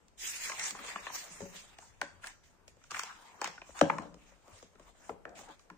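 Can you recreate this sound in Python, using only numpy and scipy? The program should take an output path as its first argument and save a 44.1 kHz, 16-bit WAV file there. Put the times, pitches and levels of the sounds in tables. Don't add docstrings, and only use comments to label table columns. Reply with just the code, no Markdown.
import sys
import numpy as np
from scipy import signal
from scipy.fft import rfft, irfft, next_fast_len
from scipy.io import wavfile
from scipy.ndimage import uniform_filter1d

SR = 44100
rng = np.random.default_rng(int(sys.argv[2]) if len(sys.argv) > 2 else 0)


def transcribe(signal):
    frames = np.atleast_2d(signal).T
    limited = np.clip(frames, -1, 1)
    pcm = np.round(limited * 32767).astype(np.int16)
    wavfile.write(sys.argv[1], SR, pcm)


def elevation(decibels):
    levels = np.asarray(decibels, float)
    return 10 ** (levels / 20)


N = 254795


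def at_hz(points, hz, column=1):
    points = np.array(points)
    return np.interp(np.log(np.maximum(hz, 1)), np.log(points[:, 0]), points[:, column])


def rms_one(x):
    return x / np.sqrt(np.mean(x ** 2) + 1e-20)


def peak_one(x):
    return x / np.max(np.abs(x))


def drift(rate):
    r = np.exp(-80 * np.pi * rate / SR)
    white = rng.standard_normal(N // 40 + 2002)
    slow = signal.lfilter([1], [1, -2 * r, r * r], white)[2000:]
    return np.interp(np.arange(N) / 40, np.arange(len(slow)), rms_one(slow))


def ring(clicks, hz, t60):
    r = elevation(-60 / (t60 * SR))
    w = 2 * np.pi * hz / SR
    return signal.lfilter([0, np.sin(w)], [1, -2 * r * np.cos(w), r * r], clicks)


def colour(x, gain_db):
    size = next_fast_len(x.shape[-1])
    hz = np.arange(size // 2 + 1) * SR / size
    return irfft(rfft(x, size) * elevation(gain_db(hz)), size)[..., :x.shape[-1]]


def filtered(x, order, hz, kind):
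    return signal.sosfilt(signal.butter(order, hz, kind, fs=SR, output="sos"), x)


# (frequency [Hz], left-right likeness [0 to 1])
PORT_LIKENESS = [(60, 0.17), (180, 0.17), (550, 0.5), (1650, 0.13), (4970, 0.0066), (15000, 0.26)]
EDGES = 20 * 2 ** np.arange(0, 9.8, .4)


def bands(white, low_hz, high_hz):
    for k, (low, high) in enumerate(zip(EDGES, EDGES[1:])):
        hz = np.sqrt(low * high)
        if low_hz <= hz < high_hz:
            mid, side = filtered(white[k % 2], 2, [low, high], "band")
            alike = np.clip(at_hz(PORT_LIKENESS, hz), 0, 1)
            yield hz, np.sqrt(1 + alike) * mid + np.sqrt(1 - alike) * side * [[1], [-1]]


def strokes(rows, bend):
    fall_db = 17.5
    t = np.arange(0, N + 64, 64) / SR
    power = 1e-11
    for s, rise, fall, level_db, second_db in rows:
        after = np.maximum(t - s - rise, 0) / max(fall, .01)
        swell = np.clip((t - s) / max(rise, .003), 0, 1)
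        shape = swell * elevation(level_db - fall_db * after ** bend)
        power = power + (shape * elevation(np.array([[0], [second_db]]))) ** 2
    return [np.interp(np.arange(N) / SR, t, np.sqrt(p)) for p in power]


# (frequency [Hz], level [dB per Hz])
AIR_COLOUR = [(12, -24), (25, -2), (100, -10.5), (377, -17.5), (873, -20), (1400, -24), (2400, -26.5),
              (3600, -33), (7000, -33.5), (8800, -33.5), (10000, -43), (12500, -38), (14800, -47.5),
              (15500, -46), (15900, -65.5)]


def air():
    level_db, rumble_lumps_db, rumble_below_hz = -60.5, 4.5, 130
    white = colour(rng.standard_normal((2, 2, N)), lambda hz: at_hz(AIR_COLOUR, hz))
    hush = 0
    for hz, band in bands(white, 20, 17000):
        lumps_db = -rumble_lumps_db if hz < rumble_below_hz else 1.5
        hush = hush + elevation(lumps_db * drift(2.7)) * band
    return elevation(level_db - 5.5) * rms_one(hush)


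# (frequency [Hz], level [dB], t60 [s])
ROOM_ECHO = [(97, -9, 0.82), (304, -23.5, 0.7), (886, -19, 0.39), (2500, -16, 0.32), (7040, -12.5, 0.52),
             (14200, -44, 0.15)]


def room():
    t = np.arange(SR * 3 // 4) / SR
    echo = 0
    for hz, band in bands(rng.standard_normal((2, 2, len(t))), 60, 17000):
        t60 = at_hz(ROOM_ECHO, hz, column=2)
        echo = echo + elevation(at_hz(ROOM_ECHO, hz) - 60 * t / t60) * band
    return echo * (1 - np.exp(-(t / 0.0063) ** 2)) * elevation(-24)


# (time [s], peak level [dB])
TABLE_BUMPS = [
    (1.408, -42.5),
    (2.118, -55.5),
    (2.929, -52.5),
    (3.814, -34.5),
    (3.989, -48.5),
    (4.521, -47.5),
    (5.1, -51.5),
]


def table():
    hum_hz, hum_t60_s = 92, 0.19
    pushes = np.zeros(N) + 1e-18
    pushes[[round(s * SR) for s, db in TABLE_BUMPS]] = elevation(np.array(TABLE_BUMPS)[:, 1] - 25.5)
    n = np.arange(700)
    unsteady = .07 + .3 * rng.standard_normal(700)
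    nudge = np.hanning(700) * unsteady * np.sin(n * 2 * np.pi * hum_hz / SR)
    soft = np.convolve(pushes, nudge)[:N]
    return filtered(ring(soft, hum_hz, hum_t60_s), 2, 140, "low")


# (frequency [Hz], level [dB per Hz])
PAPER_COLOUR = [(76, -44), (130, -20), (166, -12.5), (335, -11), (1000, -4), (1700, -7.5), (2800, -10.5),
                (3600, -12), (6900, 0), (8600, -5.5), (9800, -10), (12100, -24), (14800, -11), (15500, -18),
                (15900, -50)]
# (start [s],
# rise [s], fall [s], hiss level [dB], scrape level [dB re hiss])
FINGER_GLIDES = [
    (.172, 0.085, 0.28, -37.5, -6.5),
    (.3, 0.16, 0.082, -39.5, -11),
    (.4, 0.05, 0.28, -43, -1),
    (.555, 0.098, 0.094, -39, -7),
    (.745, 0.015, 1, -53.5, 4),
    (.83, 0.063, 0.11, -47, -2),
    (.96, 0.058, 0.11, -51, -3.5),
    (1.11, 0.042, 0.13, -40.5, -6.5),
    (1.245, 0.077, 0.3, -53, -8),
    (1.52, 0.046, 0.12, -51, -4.5),
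                 (1.79, 0.027, 0.17, -59.5, -13.5), (2.02, 0.0059, 0.043, -65, 10),
               (2.209, 0.061, 0.078, -52, -1), (2.43, 0.0087, 0.15, -67.5, -2.5),
               (2.673, 0.0079, 0.057, -66, 0), (2.749, 0.12, .05, -71, 0), (2.898, 0.068, 0.15, -46.5, 2),
               (3.07, 0.082, 0.17, -65, 3), (3.18, 0.043, 0.39, -65, 2.5), (3.42, 0.015, 0.12, -57, 13),
               (3.6, 0.1, 0.14, -63.5, -2), (3.739, 0.05, 0.042, -51, 4), (3.83, 0.079, 0.13, -60.5, -3),
               (3.979, 0.0081, 0.14, -64.5, 4.5), (4.15, 0.073, 0.39, -70, 1.5),
               (4.389, .18, 0.15, -61.5, -2.5), (4.75, .14, 0.057, -65.5, -1.5),
               (4.92, 0.18, 0.051, -61.5, -3), (5.346, 0.025, 0.11, -53, -2),
               (5.47, 0.038, 0.071, -65.5, 4), (5.57, 0.037, 0.082, -71, -5)]
# (start [s], rise [s],
# fall [s], rub level [dB], flutter level [dB re rub])
SHEET_RUBS = [
    (.18, 0.06, 1, -57.5, -8.5),
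    (.42, 0.11, 0.048, -48, -8),
    (.55, 0.054, 0.23, -50, -10),
    (.742, 0.012, 1, -51, -7.5),
    (.96, 0.0075, 0.23, -58, -22),
    (1.04, .04, 0.073, -51, -14),
    (1.12, 0.015, 0.11, -50, -8.5),
    (1.245, .01, 0.3, -63.5, 0),
    (1.53, 0.0079, 0.095, -60, -1),
              (1.8, 0.027, 0.041, -60, -12), (2.1, 0.16, 0.12, -66, -5), (2.219, 0.041, 0.07, -53.5, -9.5),
             (2.4, .2, 0.38, -76, -5), (2.899, .01, 0.28, -50.5, -12), (3.03, 0.076, 0.047, -48, -31),
             (3.13, 0.04, 0.31, -60, -11), (3.25, 0.16, 0.16, -59, -6), (3.42, 0.02, 0.13, -46, -7.5),
             (3.55, 0.051, 0.34, -63, -6), (3.741, 0.015, 0.25, -50, -9.5), (3.83, .05, 0.3, -59, -9),
             (3.99, 0.01, 0.14, -56.5, 5.5), (4.1, 0.17, 0.3, -71, -3.5), (4.4, 0.11, 0.17, -63, -2.5),
             (4.7, 0.2, 0.029, -68, 1), (4.921, 0.17, .04, -64, -1.5), (5.1, 0.012, 0.18, -74.5, 14),
             (5.25, 0.018, 0.17, -60.5, 7), (5.35, 0.022, 0.18, -59.5, 2), (5.46, 0.042, 0.047, -52.5, -11),
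             (5.57, 0.091, 0.32, -74, 3)]


def slide(grain_db, patchy_db):
    rub, flutter = strokes(SHEET_RUBS, bend=1.33)
    hiss, scrape = strokes(FINGER_GLIDES, bend=1.5)
    catches = uniform_filter1d(rng.exponential(1, N), size=24)
    grains = elevation(grain_db * np.minimum(catches, 3))
    white = colour(rng.standard_normal((2, 2, N)) * grains, lambda hz: at_hz(PAPER_COLOUR, hz))
    clumps = elevation(0.98 * drift(45))
    spans_hz = [(120, 680), (680, 1600), (1600, 3700), (3700, 17000)]
    out = 0
    for level, span in zip([flutter, rub, scrape, hiss], spans_hz):
        layer = sum(elevation(patchy_db * drift(9.6)) * band for hz, band in bands(white, *span))
        out = out + level * clumps * rms_one(layer)
    return out


# (start [s], rise [s], fall [s], level [dB], pitch [Hz])
EDGE_CREAKS = [
    (3.12, 0.13, .25, -61.5, 950),
    (3.8, 0.0205, 0.14, -47, 920),
    (4.441, .02, 0.084, -70.5, 1000),
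    (5.38, 0.016, 0.022, -58.5, 1100),
    (0.575, 0.023, 0.16, -44.5, 2050),
    (4.99, 0.047, .06, -65, 1620),
]


def creaks():
    width = 0.3
    out = 0
    for *stroke, hz in EDGE_CREAKS:
        t60 = 2.2 / (width * hz)
        song = ring(ring(rng.standard_normal(N), hz, t60), hz, t60)
        out = out + strokes([(*stroke, 0)], bend=1.33)[0] * rms_one(song)
    return out


# (frequency [Hz], level [dB], t60 [s])
BLOCK_TONES = [(164.6, -21.5, 0.1), (179, -2, 0.087), (239.6, -6.5, 0.098), (306.5, 0.5, 0.08),
               (427, 1, 0.04), (560.4, -6, 0.16)]
# (frequency [Hz], level [dB])
SNAP_COLOUR = [(100, -17), (2500, 11), (3600, 7), (7000, 10.5), (9000, 2), (12000, -27), (15000, -5)]


def snaps(rows, rough_share):
    t = np.arange(4096) / SR
    out = np.zeros((2, N + len(t)))
    pushes = np.zeros(N + len(t))
    for s, peak_db, hz, crack_db, thump_db, t60 in rows:
        here = slice(round(s * SR), round(s * SR) + len(t))
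        t60 = np.clip(t60, .006, .06)
        burst = (t / t60) ** 2 * elevation(-90 * t / t60)
        jerks = rng.standard_normal((4, len(t))) * burst
        phase = 2 * np.pi * hz * (t + 1.07 * 0.00146 * (1 - np.exp(-t / 0.00075)))
        rough = ring(ring(jerks[0], 0.85 * hz, 2.02 / hz), 0.85 * hz, 2.02 / hz)
        panel = 0.64 * peak_one(np.sin(phase) * burst) + rough_share * peak_one(rough)
        early = jerks[1:3] * np.exp(-t / 0.0041)
        wide = ring(ring(early, 1.82 * hz, 1.2 / hz), 1.82 * hz, 1.2 / hz)
        body = peak_one(panel + .5 * peak_one(wide))
        fade = np.exp(-t / 0.0014) + .05 * np.exp(-t / .015)
        hiss = rng.standard_normal((2, len(t))) * (1 - np.exp(-t / .0011)) * fade
        crack = peak_one(filtered(hiss, 2, 1900, "high"))
        out[:, here] += elevation(peak_db) * (body + elevation(crack_db + 12) * crack)
        shove = rng.standard_normal(len(t)) * (1 - np.exp(-t / 0.0076)) * np.exp(-t / 0.013)
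        pushes[here] += elevation(peak_db + thump_db + 4.5) * shove
    block = 0
    for k, (hz, db, t60) in enumerate(BLOCK_TONES):
        block = block + elevation(db - 27.0) * ring(np.roll(pushes, 40 * k) + 1e-18, hz, t60)
    sheet = colour(out, lambda hz: at_hz(SNAP_COLOUR, hz)) + block
    return filtered(sheet, 8, 146, "high")[:, :N]


def with_t60_last(rows):
    thump_db = -45.5
    return [(*row[:4], thump_db, row[4]) for row in rows]


# (time [s], peak level [dB],
# pitch [Hz], crack level [dB re peak], t60 [s])
CLEAN_JUMPS = [(0.494, -39, 1400, -24.5, 0.013), (0.53, -46, 1050, -25, 0.035),
               (0.609, -46, 2050, -18, 0.015), (0.665, -45, 1700, -25, 0.013), (1.408, -48, 900, -18, .04),
               (1.42, -31, 180.6, -48, .06), (1.3, -42, 174, -50, 0.046), (1.455, -42, 398, -23.5, .04),
               (2.9447, -33.5, 1300, -25, 0.0092), (2.978, -45, 1190, -22, 0.0091),
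               (2.9935, -30.5, 1040, -18, 0.0094), (3.443, -31, 916, -23, 0.013),
               (3.8128, -4.5, 543, -48, 0.011), (4.318, -55, 554, -33.5, 0.033),
               (4.733, -56.5, 550, -25, 0.019), (4.755, -60, 1300, -20, 0.013), (4.88, -58, 930, -24, .02),
               (5.1, -29.5, 445, -40, 0.033), (3.704, -53, 900, -25, .012), (0.945, -40.5, 200, -50, .06),
               (2.0178, -24.5, 620, -42, 0.0074), (2.024, -37.5, 565, -40, 0.048),
               (2.232, -47.5, 1400, -21, 0.042), (2.9673, -35.5, 1032, -25, 0.013),
               (2.9495, -39, 1400, -23, .006), (2.961, -38, 1130, -23, 0.0093),
               (3.008, -48, 1350, -30, .04), (3.418, -35, 820, -28.5, 0.082),
               (1.82, -56.5, 900, -30, 0.046), (3.476, -40, 900, -21.5, .008),
               (2.005, -52, 600, -27, 0.045), (3.8985, -20, 880, -50, 0.018), (3.938, -40, 900, -30, .012),
               (3.853, -33.5, 700, -40, .015), (5.489, -53.5, 1230, -24, 0.014),
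               (5.41, -48, 600, -25, .015), (5.7, -50, 1280, -16.5, 0.009), (4.598, -61, 1210, -15, .01),
               (5.354, -59.5, 2300, -7, 0.011)]


def jumps():
    return snaps(with_t60_last(CLEAN_JUMPS), rough_share=0.23)


# (time [s], peak level [dB], panel pitch
# [Hz], crack level [dB re peak])
SHEET_CREASES = [
    (0.082, -84, 625, 17),
    (0.497, -33, 1056, -11),
    (0.517, -36.5, 2080, -38),
    (0.595, -43, 2140, 4),
    (0.749, -40, 1000, -25),
    (0.882, -41.5, 1120, -29),
    (0.958, -29, 1126, -42),
    (1.067, -39, 1084, -30),
    (1.099, -41, 1037, -32.5),
    (1.148, -50, 1147, -14.5),
                 (1.786, -43.5, 720, -10.5), (2.014, -30, 1492, -12.5), (2.241, -40.5, 1578, -13),
                (2.262, -55, 1200, 2), (2.2703, -46.5, 1750, -1), (2.679, -49.5, 548, -9.5),
                (2.814, -62, 1300, -29), (2.839, -57.5, 1366, -5), (2.9148, -38.5, 1150, -7),
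                (2.945, -43, 1395, -17), (2.95, -44, 1360, -23), (2.96, -49, 1310, -10),
                (2.967, -46, 1070, -10), (2.993, -38.5, 1400, 1.5), (3.034, -37.5, 952, -6.5),
                (3.415, -24.5, 888, -17), (3.426, -37, 824, -19), (3.457, -39, 2056, -17.5),
                (3.578, -44.5, 1440, -35.5), (3.616, -41, 704, -35), (3.691, -40.5, 556, -25.5),
                (4.949, -57.5, 644, -29), (5.433, -48, 784, -29)]
# (time [s], peak level [dB], panel pitch [Hz], crack level [dB
# re peak], thump level [dB re peak])
FLAPS = [(0.707, -46.5, 1165, 4, -10), (0.789, -41, 1190, -12.5, -11), (1.405, -29.5, 364, -25.5, -8.5),
         (1.417, -53, 295, -4.5, -10), (2.0142, -34, 780, -35, -11.5), (2.768, -51, 480, -25, -21),
         (2.908, -50, 950, 5, -8), (3.443, -37.5, 1290, -1.5, -18), (3.474, -36, 746, -11, -19),
         (3.812, -22, 955, -15.5, -4.5), (3.8974, -24.5, 1250, -54, -14.5),
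         (3.983, -27.5, 1040, -23, -12.5), (4.021, -43.5, 520, -18, -12), (4.142, -42, 551, -21.5, -13.5),
         (4.479, -46.5, 543, -19, -11.5), (4.626, -41, 527, -19.5, -18), (5.093, -25, 652, -37, -16),
         (5.252, -36.5, 670, -36, -20.5), (5.292, -48, 600, -17, -28), (5.39, -44, 813, -11.5, -14),
         (5.488, -43.5, 440, -25, -11), (5.594, -58.5, 1145, -6.5, -20), (5.7, -44, 982, -24, -7.5),
         (5.707, -67, 298, -43, -12),
         (4.752, -50, 397, -27, -16.5),
    (4.796, -45, 564, -22.5, -13),
]
# (time [s], peak level [dB], pitch [Hz], crack level [dB re peak], t60 [s])
LEADING_EDGES = [(1.7843, -50, 2726, -32, 0.0097), (3.616, -46.5, 2344, -28, 0.012),
                 (3.8112, -22.5, 1914, -19, 0.0042), (5.2527, -36, 1213, -35, 0.0089),
                 (3.7908, -40, 1250, -4.5, 0.01), (3.814, -10, 303, -59, 0.044),
                 (3.824, -21, 569, -65.5, 0.045), (5.0945, -43, 1310, -39, 0.014),
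                 (.722, -37, 204, -44, 0.037), (1.067, -33.5, 1710, -30, 0.013),
                 (2.967, -39, 2090, -16, 0.0092)]


def buckles():
    ring_s, ring_at_db = .017, -39
    shorter = 0.058
    crease_thump_db = -34
    creases = [(*row, crease_thump_db) for row in SHEET_CREASES]
    rows = [(*row, ring_s * elevation(shorter * (ring_at_db - row[1]))) for row in creases + FLAPS]
    return snaps(rows + with_t60_last(LEADING_EDGES), rough_share=0.87)


def scene():
    rustle = air() + table() + slide(grain_db=0.5, patchy_db=3.0) + creaks()
    hits = jumps() + buckles()
    echoes = signal.fftconvolve(hits.mean(axis=0, keepdims=True), room(), axes=1)[:, :N]
    return hits + echoes + rustle


# (frequency [Hz], share of cells muted [0 to 1])
DROPOUTS = [(2600, 0), (3200, .33), (5200, .25), (6800, .13), (8600, .2), (9500, .74), (13000, .66),
            (14500, .25)]


def thin_out(x):
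    sudden_db = 7
    hz, _, cells = signal.stft(x, SR, nperseg=2048, noverlap=1536)
    chance = uniform_filter1d(rng.standard_normal(cells.shape[1:]), size=11, axis=0)
    chance = rms_one(uniform_filter1d(chance, size=5, axis=1))
    rank = (1 + np.tanh(.85 * chance)) / 2
    share = np.clip(at_hz(DROPOUTS, hz), 0, 1)[:, None]
    treble = np.abs(cells)[:, hz > 2000].mean(axis=(0, 1))
    sudden = treble > elevation(sudden_db) * signal.medfilt(treble, kernel_size=11)
    loudness = uniform_filter1d(treble, size=25) / np.median(treble)
    busy = np.clip(.45 + .3 * np.log(loudness), .3, 1.1)
    muted = (rank < share * np.where(hz[:, None] < 9000, busy, 1)) & ~sudden
    return signal.istft(cells * np.where(muted, .02, 1), SR, nperseg=2048, noverlap=1536)[1][:, :N]


# (frequency [Hz], left over right [dB])
LEFT_OVER_RIGHT = [(60, 3), (150, 5), (380, 4.5), (950, 4), (2380, 0), (5980, -2), (15000, 1.5)]


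def band_limit(x):
    return signal.sosfilt(signal.butter(12, 16810, fs=SR, output="sos"), x)


def record(dry):
    tilt = np.array([[.5], [-.5]])
    ports = colour(dry, lambda hz: tilt * at_hz(LEFT_OVER_RIGHT, hz))
    ports[1] = np.roll(ports[1], 4)
    top_cut = signal.cheby2(10, 50, 17100, fs=SR, output="sos")
    mix = thin_out(signal.sosfilt(top_cut, ports))
    return band_limit(mix)


dry = scene()
out = record(dry)
transcribe(out)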